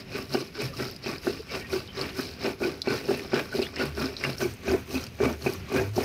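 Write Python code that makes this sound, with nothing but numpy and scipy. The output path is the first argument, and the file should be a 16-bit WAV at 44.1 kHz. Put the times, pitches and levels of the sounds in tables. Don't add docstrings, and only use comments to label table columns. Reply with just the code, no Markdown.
import sys
import numpy as np
from scipy import signal
from scipy.io import wavfile

SR = 44100
rng = np.random.default_rng(int(sys.argv[2]) if len(sys.argv) > 2 else 0)


def magnitude_from_level(level_db):
    exponent = np.asarray(level_db, float) / 20
    return 10 ** exponent


def int16_out(signal):
    q = np.round(np.clip(np.atleast_2d(signal).T, -1, 1) * 32767)
    wavfile.write(sys.argv[1], SR, q.astype(np.int16))


N = 266364
CUT_S = 4.363


def evened(x):
    return x / np.sqrt(np.mean(x ** 2) + 1e-20)


def curve(rows, column):
    rows = np.array(rows)
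    return np.interp(np.arange(N) / SR, rows[:, 0], rows[:, column])


def colour(x, points):
    hz = abs(np.fft.fftfreq(8192, 1 / SR))
    f, db = np.transpose(points)
    gain_db = np.interp(np.log(hz + 1), np.log(f + 1), db, left=-70, right=-70)
    log_gain = np.log(magnitude_from_level(gain_db))
    taps = np.fft.ifft(np.exp(np.conj(signal.hilbert(log_gain)))).real[:4096]
    return signal.oaconvolve(x, taps)[:N]


def band(x, low_hz, high_hz):
    return signal.sosfilt(signal.butter(2, [low_hz, high_hz], "bandpass", fs=SR, output="sos"), x)


def resonate(x, hz, width):
    r = np.exp(-np.pi * width / SR)
    return signal.lfilter([1, 0, -1], [1, -2 * r * np.cos(2 * np.pi * hz / SR), r * r], x) * np.sqrt(1 - r)


def wander(per_s):
    steps = rng.standard_normal(N // 64 + 2)
    b, a = signal.butter(2, min(per_s * 128 / SR, .9))
    slow = 2 * np.tanh(evened(signal.lfilter(b, a, steps)) / 2)
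    return np.interp(np.arange(N) / 64, np.arange(len(steps)), slow)


def grains(per_s, spread_db, smooth):
    chance, size, sign = rng.random(N), rng.exponential(1, N), rng.standard_normal(N)
    clicks = (chance < per_s / SR) * magnitude_from_level(spread_db * np.minimum(size, 4)) * np.sign(sign)
    return evened(clicks) + smooth * sign


def ring(x, modes, shift_db, per_s):
    return sum(magnitude_from_level(db) * resonate(x * magnitude_from_level(shift_db * wander(per_s)), hz, width) for hz, width, db in modes)


def struck(push, modes, low_hz, high_hz):
    push = band(push, low_hz, high_hz)
    sound = sum(magnitude_from_level(db) * resonate(push, hz, width + 45) for hz, width, db in modes)
    return sound / abs(sound).max()


def mottled(x, edges_hz, patchy_db, per_s):
    bands = zip(edges_hz, edges_hz[1:])
    return x + sum(band(x, low, high) * (magnitude_from_level(patchy_db * wander(per_s)) - 1) for low, high in bands)


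def two_shots(x, first, second):
    return np.where(np.arange(N) < CUT_S * SR, evened(colour(x, first)), evened(colour(x, second)))


# frequency in Hz, level in dB.
ROOM_SPECTRUM = [(15, -28), (25, -5.5), (75, 4.5), (194, 3), (391, -12), (977, -16), (1150, -19),
                 (2510, -11.5), (3370, -19.5), (5190, -29), (7180, -45), (13700, -53), (15700, -44)]


def room_tone():
    level_db, swell_db = -46.5, 2.5
    return magnitude_from_level(level_db + swell_db * wander(2.9)) * evened(colour(rng.standard_normal(N), ROOM_SPECTRUM))


# pitch in Hz, width in Hz.
HUMS = [
    (77, 13),
    (104, 8.5),
    (135, 28.5),
]
# time in seconds, level in dB.
ENGINE_LEVEL = [
    (0.0, -65),
    (1.0, -55),
    (2.5, -53.5),
    (3.6, -53.5),
    (4.6, -47.5),
    (6.04, -48),
]


def drone():
    low, upper, stand = (evened(resonate(resonate(rng.standard_normal(N), *hum), *hum)) for hum in HUMS)
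    upper_db, stand_db = -3.5, -12.5
    engine = magnitude_from_level(curve(ENGINE_LEVEL, 1)) * (low + magnitude_from_level(upper_db) * upper)
    return engine + magnitude_from_level(stand_db) * stroke(SLAB_LAYER) * stand


# middle in seconds, length in seconds, pitch in Hz, level in dB.
LOW_BOOMS = [(0.35, 0.21, 133.1, -37.5), (0.657, 0.076, 132, -28.5), (0.705, 0.048, 140, -38),
             (0.82, 0.17, 125, -36.5), (1.09, 0.16, 127.5, -41), (1.77, 0.16, 127.4, -43),
             (2.022, 0.18, 131.8, -37.5), (2.95, 0.18, 127, -37), (3.36, 0.17, 135.4, -47),
             (3.87, 0.13, 141, -34), (4.01, 0.11, 132.6, -44), (4.29, 0.18, 137, -34),
             (4.45, 0.17, 128.2, -37.5), (4.72, 0.18, 135.4, -46), (5.307, 0.12, 138.4, -43),
             (5.469, 0.117, 133.4, -35), (3.95, 0.33, 73.4, -39), (4.721, 0.18, 78.5, -34.5),
             (4.924, 0.17, 86, -43), (5.279, 0.29, 77.7, -38), (5.612, 0.12, 89.3, -37),
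             (5.794, 0.15, 78, -38), (5.902, 0.4, 103.6, -30)]


def booming():
    out = np.zeros(N + SR)
    for s, length, hz, db in LOW_BOOMS:
        t = np.arange(round(length * SR)) / SR
        phase, sway = rng.uniform(0, 2 * np.pi, size=2)
        unsteady = 0.6 * np.sin(2 * np.pi * 7 * t + sway)
        tone = np.sin(2 * np.pi * hz * t + phase + unsteady)
        at = round((s - length / 2) * SR)
        out[at:at + len(t)] += magnitude_from_level(db + 1.0) * np.hanning(len(t)) * tone
    return out[:N]


# middle in seconds, length in seconds, pitch in
# Hz, level in dB.
SINGING_SLIPS = [(1.615, 0.037, 1780, -52), (1.643, 0.072, 1870, -48), (1.5, .025, 2280, -43),
                 (1.9, .05, 3080, -47), (1.708, .022, 2350, -42.5), (1.525, 0.09, 2300, -44.5),
                 (2.1, .04, 2900, -50), (3.643, 0.036, 2850, -38), (0.15, .06, 2480, -44),
                 (0.61, 0.076, 395, -35), (0.71, .045, 490, -42.5), (0.74, 0.03, 1200, -46),
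                 (4.45, 0.049, 350, -29), (2.68, 0.022, 360, -28), (0.42, 0.0254, 370, -33),
                 (1.282, 0.0127, 357, -24), (1.4, 0.0296, 400, -37), (2.198, 0.0347, 281, -30),
                 (5.25, .024, 510, -27), (5.233, 0.0142, 446, -23.5), (3.556, 0.0302, 384, -29.5),
                 (3.825, 0.027, 400, -32), (0.1442, 0.052, 401, -40.5), (1.53, 0.04, 450, -42),
                 (5.3, 0.059, 258, -38), (2.93, .05, 1450, -39), (5.25, .08, 1500, -41), (3.1, .02, 394, -29),
                 (2.927, 0.0175, 356, -23), (5.82, .05, 390, -35), (5.32, 0.0255, 291, -28),
                 (5.27, .04, 265, -28), (4.241, .006, 2280, -26), (4.252, .012, 2700, -31),
                 (3.626, .008, 2600, -31.5), (3.665, .02, 3400, -44), (3.401, 0.0122, 476, -29),
                 (3.357, .008, 1500, -32), (1.62, .04, 2300, -47), (1.625, .04, 2800, -49),
                 (1.67, .04, 2500, -51), (3.64, .04, 2400, -44), (3.65, .04, 3300, -46), (0.7, .05, 560, -50),
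                 (2.614, .01, 330, -29), (2.656, .02, 370, -28),
                 (0.356, 0.033, 2940, -41), (0.622, 0.069, 2600, -43), (0.645, 0.077, 2385, -43),
                 (0.81, 0.047, 259, -30), (0.829, 0.054, 1940, -45), (1.748, 0.056, 386, -29.5),
                 (2.197, 0.038, 1520, -43), (2.467, 0.053, 2476, -45), (2.641, 0.081, 1485, -38),
                 (2.644, 0.051, 2330, -40), (2.65, 0.051, 2476, -40.5), (2.89, 0.053, 2024, -44),
                 (2.948, 0.014, 450, -26), (2.894, 0.071, 2454, -47), (2.905, 0.064, 2433, -42),
                 (2.908, 0.079, 1507, -39), (3.097, 0.024, 390, -28), (3.352, 0.038, 2777, -42),
                 (3.355, 0.054, 1498, -43), (3.536, 0.035, 1500, -37), (3.556, 0.057, 2440, -46),
                 (3.79, 0.064, 2799, -49), (3.791, 0.072, 2067, -44), (3.795, 0.08, 2971, -48),
                 (3.82, 0.068, 1457, -37), (3.992, 0.042, 1358, -39), (4.021, 0.07, 1350, -38.5),
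                 (4.04, 0.055, 279, -28), (4.241, 0.036, 1670, -44), (4.248, 0.037, 2770, -41),
                 (4.252, 0.049, 2368, -43), (4.445, 0.056, 2304, -41), (4.707, 0.074, 1520, -41),
                 (4.74, 0.071, 1780, -45), (4.747, 0.016, 447, -24), (4.963, 0.063, 256, -29),
                 (4.965, 0.045, 2580, -37.5), (5.221, 0.03, 401, -26.5), (5.266, 0.11, 2282, -43),
                 (5.471, 0.036, 820, -43), (5.478, 0.052, 2497, -39), (5.74, 0.064, 386, -27.5),
                 (5.76, 0.086, 1494, -44), (5.783, 0.066, 2454, -41), (5.786, 0.075, 1614, -37),
                 (5.793, 0.045, 2700, -44), (5.97, 0.014, 373, -29), (6.028, 0.025, 2131, -42),
                 (4.725, .012, 323, -24), (3.624, .014, 397, -27.5)]


def slips():
    out = np.zeros(N + SR)
    steady = 0.95
    for s, length, hz, db in SINGING_SLIPS:
        blur_hz = 9.8 + 0.048 * hz
        r = np.exp(-2 * np.pi * blur_hz / SR)
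        rub = signal.lfilter([1], [1, -2 * r, r * r], rng.standard_normal((2, 6000)))[:, 1500:]
        t = np.arange(min(round(length * SR), 4400)) / SR
        tremble = steady + evened(rub[0, :len(t)]) + 1j * evened(rub[1, :len(t)])
        tone = evened((tremble * np.exp(2j * np.pi * hz * t)).real)
        swell = np.sin(np.pi * (t / length) ** 0.91) ** 1.28
        at = round((s - length / 2) * SR)
        out[at:at + len(t)] += magnitude_from_level(db) * tone * swell
    return out[:N]


# start in seconds, peak in dB, pitch in Hz.
SEEDS = [(0.294, -32, 5000), (0.3257, -27, 4130), (0.338, -20, 5260), (0.9632, -30, 4900),
         (1.1139, -31, 5260), (1.1817, -29, 4900), (1.303, -29, 4330), (1.548, -28, 4960),
         (1.7937, -33, 4660), (2.0129, -17.5, 4580), (2.173, -39, 5370), (2.4367, -26, 4980),
         (2.818, -17, 4040), (2.8853, -21, 4400), (2.8999, -26, 4430), (3.3422, -23, 5100),
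         (3.6178, -24.5, 4930), (3.76, -25.5, 5240), (4.0565, -23, 4960), (4.1667, -21.5, 3960),
         (4.3305, -30, 4300), (4.382, -24, 5400), (5.0394, -26, 5400), (5.0672, -29, 4700),
         (5.238, -27, 4970), (5.3273, -32.5, 5800), (5.4226, -28, 4370), (5.5255, -30, 5400),
         (5.5354, -30, 4800), (5.965, -32, 5300)]
# start in seconds, peak in dB, pitch in Hz.
GRIT_CHIPS = [(1.235, -31, 1910), (2.09, -29, 2360), (2.6034, -36, 1520), (3.345, -20, 2720),
              (3.527, -33, 1510), (3.617, -26, 2700), (4.2383, -11.5, 1950), (4.682, -26, 2520),
              (4.8947, -46, 2500), (5.066, -28, 2550)]
# start in
# seconds, peak in dB, pitch in Hz.
MORE_SNAPS = [(0.5681, -35, 5150), (0.611, -32, 4620), (0.7677, -33, 4700), (0.824, -30, 5300),
              (0.8789, -33, 4270), (1.3588, -36, 4780), (1.4696, -39, 5160), (1.5214, -35, 5050),
              (1.726, -25, 4400), (1.876, -35, 3900), (2.0931, -33.5, 3930), (2.2712, -39, 5100),
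              (2.3366, -31, 4400), (2.4239, -36, 4980), (2.9781, -31, 4240), (3.055, -30, 5290),
              (3.1477, -30, 4010), (3.626, -22, 4060), (3.7968, -30, 4430), (3.9504, -36, 5400),
              (4.9786, -27, 3970), (5.7423, -35, 4080), (0.5786, -29, 1160), (1.0291, -41, 2390),
              (1.6472, -34, 2230), (1.9709, -32, 1500), (2.4084, -35, 1140), (2.8594, -36, 2290),
              (3.1946, -24, 2470), (3.6676, -27, 1860), (3.7653, -21, 2030), (3.7843, -23, 2400),
              (3.8048, -22, 1480), (4.9077, -35, 2500), (5.038, -33, 1500), (5.7848, -25, 1620),
              (2.8182, -23, 4950), (3.633, -30, 3600), (3.645, -32, 4400)]
# start in seconds, peak in dB, pitch in Hz.
BRITTLE_FLAKES = [(0.767, -50, 9000), (0.9626, -46, 10000), (1.235, -51, 8000), (2.173, -42, 10000),
                  (2.818, -45, 10000), (3.147, -50, 8000), (3.19, -40, 7500), (3.5278, -50, 8000),
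                  (3.617, -44, 8100), (3.856, -36, 11000), (4.135, -54, 9000), (4.237, -54, 8000),
                  (4.456, -48, 8000), (4.538, -41.5, 8000), (4.724, -44, 13000), (4.81, -46, 12000),
                  (4.8947, -46, 12000), (4.965, -44, 14000), (5.0394, -39, 13500), (5.0663, -42, 8000),
                  (5.5248, -48, 9000), (5.536, -31, 12500)]
# start in seconds, peak in dB, pitch in Hz.
FINE_FLAKES = [(0.181, -38, 13000), (0.619, -31, 7100), (0.9123, -40, 13700), (1.707, -48, 12400),
               (2.2109, -33, 14000), (3.1043, -43, 14300), (3.1747, -39, 10600), (3.6242, -41, 9000),
               (3.7973, -44, 7740), (4.2223, -47, 10100), (4.2572, -47, 12200), (4.3864, -38, 13300),
               (4.6843, -38, 14000), (5.7244, -40, 13400), (5.7703, -40, 13700), (5.9604, -40, 13600)]
SHELL_PITCHES = (4330, 4880)


def cracks(seeds, brittle):
    snaps, ticks, t = np.zeros(N + SR), np.zeros(N + SR), np.arange(900) / SR
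    for s, db, hz in seeds:
        crumbs = rng.standard_normal(len(t))
        partner_hz = SHELL_PITCHES[int(hz < np.mean(SHELL_PITCHES))]
        is_grit = hz < 3300
        partner = (.45 - .3 * is_grit) * np.sin(2 * np.pi * partner_hz * t)
        pair = np.sin(2 * np.pi * hz * t) + partner
        rise = t / (.00055 if is_grit else .0009)
        tail = resonate(crumbs * np.exp(-t / 0.004), hz, 600)
        snap = (rise * np.exp(1 - rise)) ** 2 * pair + .25 * tail * np.minimum(rise, 1)
        at = round(s * SR)
        snaps[at:at + len(t)] += magnitude_from_level(db - 3) * snap
    seed_ticks = [(row[0], -60, 8000) for row in seeds]
    for s, db, hz in seed_ticks + brittle:
        burst = rng.standard_normal(len(t)) * np.exp(-t / 0.0012)
        at = round(s * SR)
        ticks[at:at + len(t)] += magnitude_from_level(db) * resonate(burst, hz, 4500)
    return snaps[:N] + band(ticks[:N], 5600, 16000)


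# start in seconds, peak in dB, upper slab modes in dB,
# low roller ring in dB, high roller ring in dB.
LANDINGS = [(0.3463, -12, 0, -8.5, -39), (0.799, -22, -37, 2.5, -25), (1.062, -21.5, -5, -19, -5.5),
            (1.269, -14.5, -5, -0.5, -33), (1.73, -21, -25, 0, -19), (2.191, -21.5, -8, 2, -15),
            (2.605, -27, -6, -12, -18), (2.6196, -17, -6, -8, -15), (2.8734, -13, -4.5, -12, -11.5),
            (3.087, -18.5, -4, -4, -32), (3.1072, -15, 3, -12, -28), (3.249, -30.5, 1, -3, -15),
            (3.3333, -11.5, -3, -6, -37), (3.55, -20.5, -13, -18, -20), (3.592, -14.5, -9.5, -30, -20),
            (3.976, -23.5, -13, -1, -26), (4.423, -15.5, -6, -16, -16.5), (4.679, -16, -6, -6, -10),
            (4.944, -28, 1, -6, -8), (5.2031, -13.5, -9, -6, -29), (5.4623, -12.5, -0.5, -12, -9),
            (5.717, -21, -1, -5, -37), (5.9792, -11, 1, -16, -40)]
# pitch in Hz, level in dB, swell in seconds.
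THUD_MODES = [
    (262, -8, .005),
    (388, -4, .006),
    (480, -3, .002),
    (580, -9, .002),
]
# pitch in Hz, width in Hz, level in dB.
SLAB_LOW = [(237, 22, -16), (270.1, 33, -3.5), (329.5, 21, -7.5), (379.2, 21, -2), (404.5, 6.7, -15.5)]
# pitch in Hz, width in Hz, level in dB.
SLAB_HIGH = [(480, 14, -11.5), (582, 30, -15.5), (659, 13, -12.5), (820, 42, -14), (837, 23, -44)]
# pitch in Hz, width in Hz, level in dB.
ROLLER_LOW = [(1163, 106, -3.5), (1353, 110, -6.5), (1500, 93, -3.5), (1642, 11, -14), (1790, 110, -9)]
# pitch in Hz, width in Hz, level in dB.
ROLLER_HIGH = [(2286, 57, -9), (2449, 91, -2.5), (2668, 62, -3), (2800, 110, -12)]


def knocks():
    out, t = np.zeros(N + SR), np.arange(3000) / SR
    thud = np.zeros(len(t))
    for hz, db, swell in THUD_MODES:
        thud += magnitude_from_level(db) * np.sin(2 * np.pi * hz * t) * t / swell * np.exp(1 - t / swell)
    thud *= np.exp(-(t / .017) ** 8)
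    rebound = 0.3
    bounce = np.exp(-((t - .033) / .008) ** 4)
    thud += rebound * np.sin(2 * np.pi * THUD_MODES[1][0] * t) * bounce
    partner_s = .004
    partner = np.sin(2 * np.pi * 740 * t) * (t / partner_s * np.exp(1 - t / partner_s)) ** 2
    for s, db, upper_db, ring_db, high_db in LANDINGS:
        rough = rng.standard_normal(len(t))
        later = t - .027
        push = 3.0 * np.exp(-t / .0003) + rough * np.exp(-(t / .012) ** 4)
        push += rebound * (later > 0) * rough * np.exp(-(later / 0.0074) ** 2)
        chatter = struck(push, SLAB_LOW, 130, 480) + magnitude_from_level(upper_db) * struck(push, SLAB_HIGH, 455, 750)
        sound = thud + magnitude_from_level(upper_db - 10.0) * partner + magnitude_from_level(-9) * chatter
        sound += magnitude_from_level(ring_db - 5.0) * struck(push, ROLLER_LOW, 1230, 1730)
        sound += magnitude_from_level(high_db) * struck(push, ROLLER_HIGH, 2290, 2620)
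        at = round(s * SR)
        out[at:at + len(t)] += magnitude_from_level(db - 3.0) * sound
    return out[:N]


def contact():
    airborne_s, loss = .026, .5
    out, t = np.ones(N + SR), np.arange(round(airborne_s * SR)) / SR
    for row in LANDINGS:
        at = round(row[0] * SR)
        out[at:at + len(t)] *= 1 - loss * np.sqrt(np.sin(np.pi * t / airborne_s))
    return out[:N]


# fastest at seconds, speeding up in seconds, slowing down in seconds,
# pressure in dB, rasp in dB.
PUSH_STROKES = [(0.164, 0.11, 0.13, -37.5, -40), (0.621, 0.1, 0.12, -35.5, -36),
                (1.077, 0.074, 0.16, -33.5, -38), (1.549, 0.1, 0.12, -34.5, -38),
                (2.005, 0.092, 0.17, -34, -38.5), (2.458, 0.096, 0.13, -29, -39.5),
                (2.909, 0.092, 0.19, -30.5, -37), (3.357, 0.06, 0.15, -26.5, -37),
                (3.817, 0.1, 0.14, -31, -38), (4.263, 0.12, 0.14, -34, -35.5),
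                (4.713, 0.11, 0.14, -26.5, -42), (5.239, 0.075, 0.17, -24.5, -41.5),
                (5.764, 0.11, 0.17, -26, -41)]
PULL_STROKES = [(-0.055, 0.021, 0.1, -28, -36), (0.347, 0.074, 0.19, -30, -41),
                (0.804, 0.084, 0.2, -32, -40.5), (1.277, 0.073, 0.2, -33.5, -42.5),
                (1.735, 0.071, 0.18, -31.5, -42), (2.191, 0.073, 0.23, -34.5, -41.5),
                (2.635, 0.053, 0.22, -28, -45), (3.105, 0.093, 0.28, -29, -43.5),
                (3.579, 0.12, 0.21, -30, -43), (4.007, 0.078, 0.22, -27.5, -42),
                (4.418, 0.065, 0.18, -29.5, -44), (4.956, 0.11, 0.16, -31.5, -45),
                (5.473, 0.095, 0.18, -31.5, -44), (5.989, 0.074, 0.33, -28, -44.5)]
# offset in dB, lag in seconds, head start in seconds.
PUSH_TO_LAYER = [
    (1, 0.0057, 0.001),
    (-0.37, 0.00068, 0.002),
    (-3.5, -0.0067, 0.0021),
    (-12.5, 0.016, 0.0055),
]
# offset in dB, lag in seconds, head start in seconds.
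PULL_TO_LAYER = [
    (-2, -0.00019, 0.001),
    (-3, 0.00076, 0.0025),
    (1, 0.00047, 0.0086),
    (-6.5, -0.0052, 0.0065),
]
# share of pressure against rasp from 0 to 1, power of speed, level at rest in dB,
# step in dB once the scene changes.
LAYER_RESPONSE = [
    (0.98, 2.52, -53.5, 0.9),
    (0.5, 1.89, -61.5, 0.3),
    (0.05, 1.78, -60, -0.4),
    (0.1, 2.02, -64.5, 4),
]
SLAB_LAYER, ROLLER_LAYER, CRUNCH_LAYER, HISS_LAYER = range(4)


def stroke(layer):
    share, power, rest_db, step_db = LAYER_RESPONSE[layer]
    t, out = np.arange(N) / SR, np.zeros(N)
    for rows, feed, roundness in ((PUSH_STROKES, PUSH_TO_LAYER, 1.16), (PULL_STROKES, PULL_TO_LAYER, 1)):
        feed_db, lag, early = feed[layer]
        for s, rise, fall, pressure_db, rasp_db in rows:
            rise = rise + early
            near = slice(max(round((s + lag - rise) * SR), 0), round((s + lag + fall) * SR))
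            since = t[near] - s - lag
            away = np.where(since < 0, -since / rise, since / fall)
            speed = np.clip(1 - away ** roundness, 0, 1)
            db = share * pressure_db + (1 - share) * rasp_db + feed_db + step_db * (s > CUT_S)
            out[near] += magnitude_from_level(db) * speed ** power
    return out + magnitude_from_level(rest_db + .5 * step_db * (t > CUT_S))


def shaken_slab(judder):
    load = np.minimum(stroke(SLAB_LAYER), magnitude_from_level(-27.5))
    bumps = band(grains(500, 2.2, smooth=.8) * magnitude_from_level(1.5 * judder), 150, 950)
    lower = ring(bumps, SLAB_LOW, shift_db=1.0, per_s=3.8)
    upper = ring(bumps, SLAB_HIGH, shift_db=3.5, per_s=4.2)
    return contact() * load * evened(lower + (load / magnitude_from_level(-25.0)) ** 0.39 * upper)


# frequency in Hz, level in dB.
GRIT_SPECTRUM = [(290, -14), (500, 8.5), (992, -7.5), (1490, -30.5), (1920, -4), (2460, 6.5), (3600, -18),
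                 (4680, -35.5), (7920, -120)]


def gritty_roller(judder, flicker):
    grit = band(grains(700, 3.5, smooth=.6) * magnitude_from_level(1.5 * judder + .5 * flicker), 534, 5500)
    ringing = ring(grit, ROLLER_LOW + ROLLER_HIGH, shift_db=3.5, per_s=6.3)
    scrape = evened(colour(grit, GRIT_SPECTRUM))
    return stroke(ROLLER_LAYER) * evened(evened(ringing) + 0.71 * scrape)


def flakes(effort):
    out, t = np.zeros(N), np.arange(300) / SR
    for hz in np.geomspace(2800, 7000, num=11):
        train = grains(70, 1.3, smooth=0) * effort
        grain = t * np.exp(-t / 0.00063) * np.sin(2 * np.pi * hz * t)
        out += signal.oaconvolve(train, grain)[:N]
    return evened(out)


# frequency in Hz, level in dB.
CRUNCH_BEFORE = [(1760, -24), (3000, -6.5), (3390, -13), (3890, -4), (5140, 0.5), (5460, -1), (6680, -22),
                 (8000, -16.5), (10400, -45), (17600, -120)]
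# frequency in Hz, level in dB.
CRUNCH_AFTER = [(1760, -51), (3000, -3), (3440, -11.5), (4010, -1), (5930, -1.5), (6570, -7), (7100, -11),
                (8000, -9), (10400, -29), (17600, -120)]


def crunching(judder, flicker, clump):
    rub = mottled(rng.standard_normal(N), np.linspace(3000, 7000, num=5), patchy_db=2.0, per_s=29)
    crunch = evened(rub * magnitude_from_level(1.6 * judder + 1.5 * flicker)) + .65 * flakes(magnitude_from_level(4 * clump))
    return stroke(CRUNCH_LAYER) * two_shots(crunch, CRUNCH_BEFORE, CRUNCH_AFTER)


# frequency in Hz, level in dB.
HISS_BEFORE = [(3820, 6.5), (6500, 3), (7210, -4), (8960, -0.5), (12200, 0.5), (14400, 0), (15700, -5)]
# frequency in Hz, level in dB.
HISS_AFTER = [(3820, -6), (6500, -5), (7180, -15), (9710, -7.5), (11100, -12), (13800, -5), (15700, -15)]


def fine_hiss(flicker, clump):
    hiss = grains(600, 4.8, smooth=4.8) * magnitude_from_level(0.92 * clump + 2.0 * flicker)
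    hiss = mottled(hiss, np.linspace(7000, 16000, num=4), patchy_db=2.0, per_s=14)
    return stroke(HISS_LAYER) * two_shots(hiss, HISS_BEFORE, HISS_AFTER)


def grinding():
    judder, flicker, clump = wander(42.0), wander(100), wander(18)
    stones = shaken_slab(judder) + gritty_roller(judder, flicker)
    return stones + crunching(judder, flicker, clump) + fine_hiss(flicker, clump)


def walls(x):
    t = np.arange(8000) / SR
    sparse = rng.standard_normal(len(t)) * (rng.random(len(t)) < .05)
    tail = sparse * magnitude_from_level(-60 * t / 0.11) * (t > .003)
    return signal.oaconvolve(x, tail / np.linalg.norm(tail))[:N]


def scene():
    steady = room_tone() + drone() + booming() + grinding()
    rings, thumps = slips(), knocks()
    snaps = cracks(SEEDS + GRIT_CHIPS, BRITTLE_FLAKES) + cracks(MORE_SNAPS, FINE_FLAKES)
    echo = walls(magnitude_from_level(-13) * thumps + magnitude_from_level(-11) * snaps + magnitude_from_level(-10) * rings)
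    return (steady + rings + thumps + snaps + echo)[None]


def top_cut(x):
    return signal.sosfilt(signal.butter(12, 15830, fs=SR, output="sos"), x)


def record(dry):
    fade = np.clip(abs(np.arange(N) / SR - CUT_S) / .006, .12, 1)
    edge = signal.firwin(511, 15780, window=("kaiser", 9), fs=SR)
    mix = signal.oaconvolve(dry * fade, edge[None], "same")
    return top_cut(mix)


dry = scene()
out = record(dry)
int16_out(out)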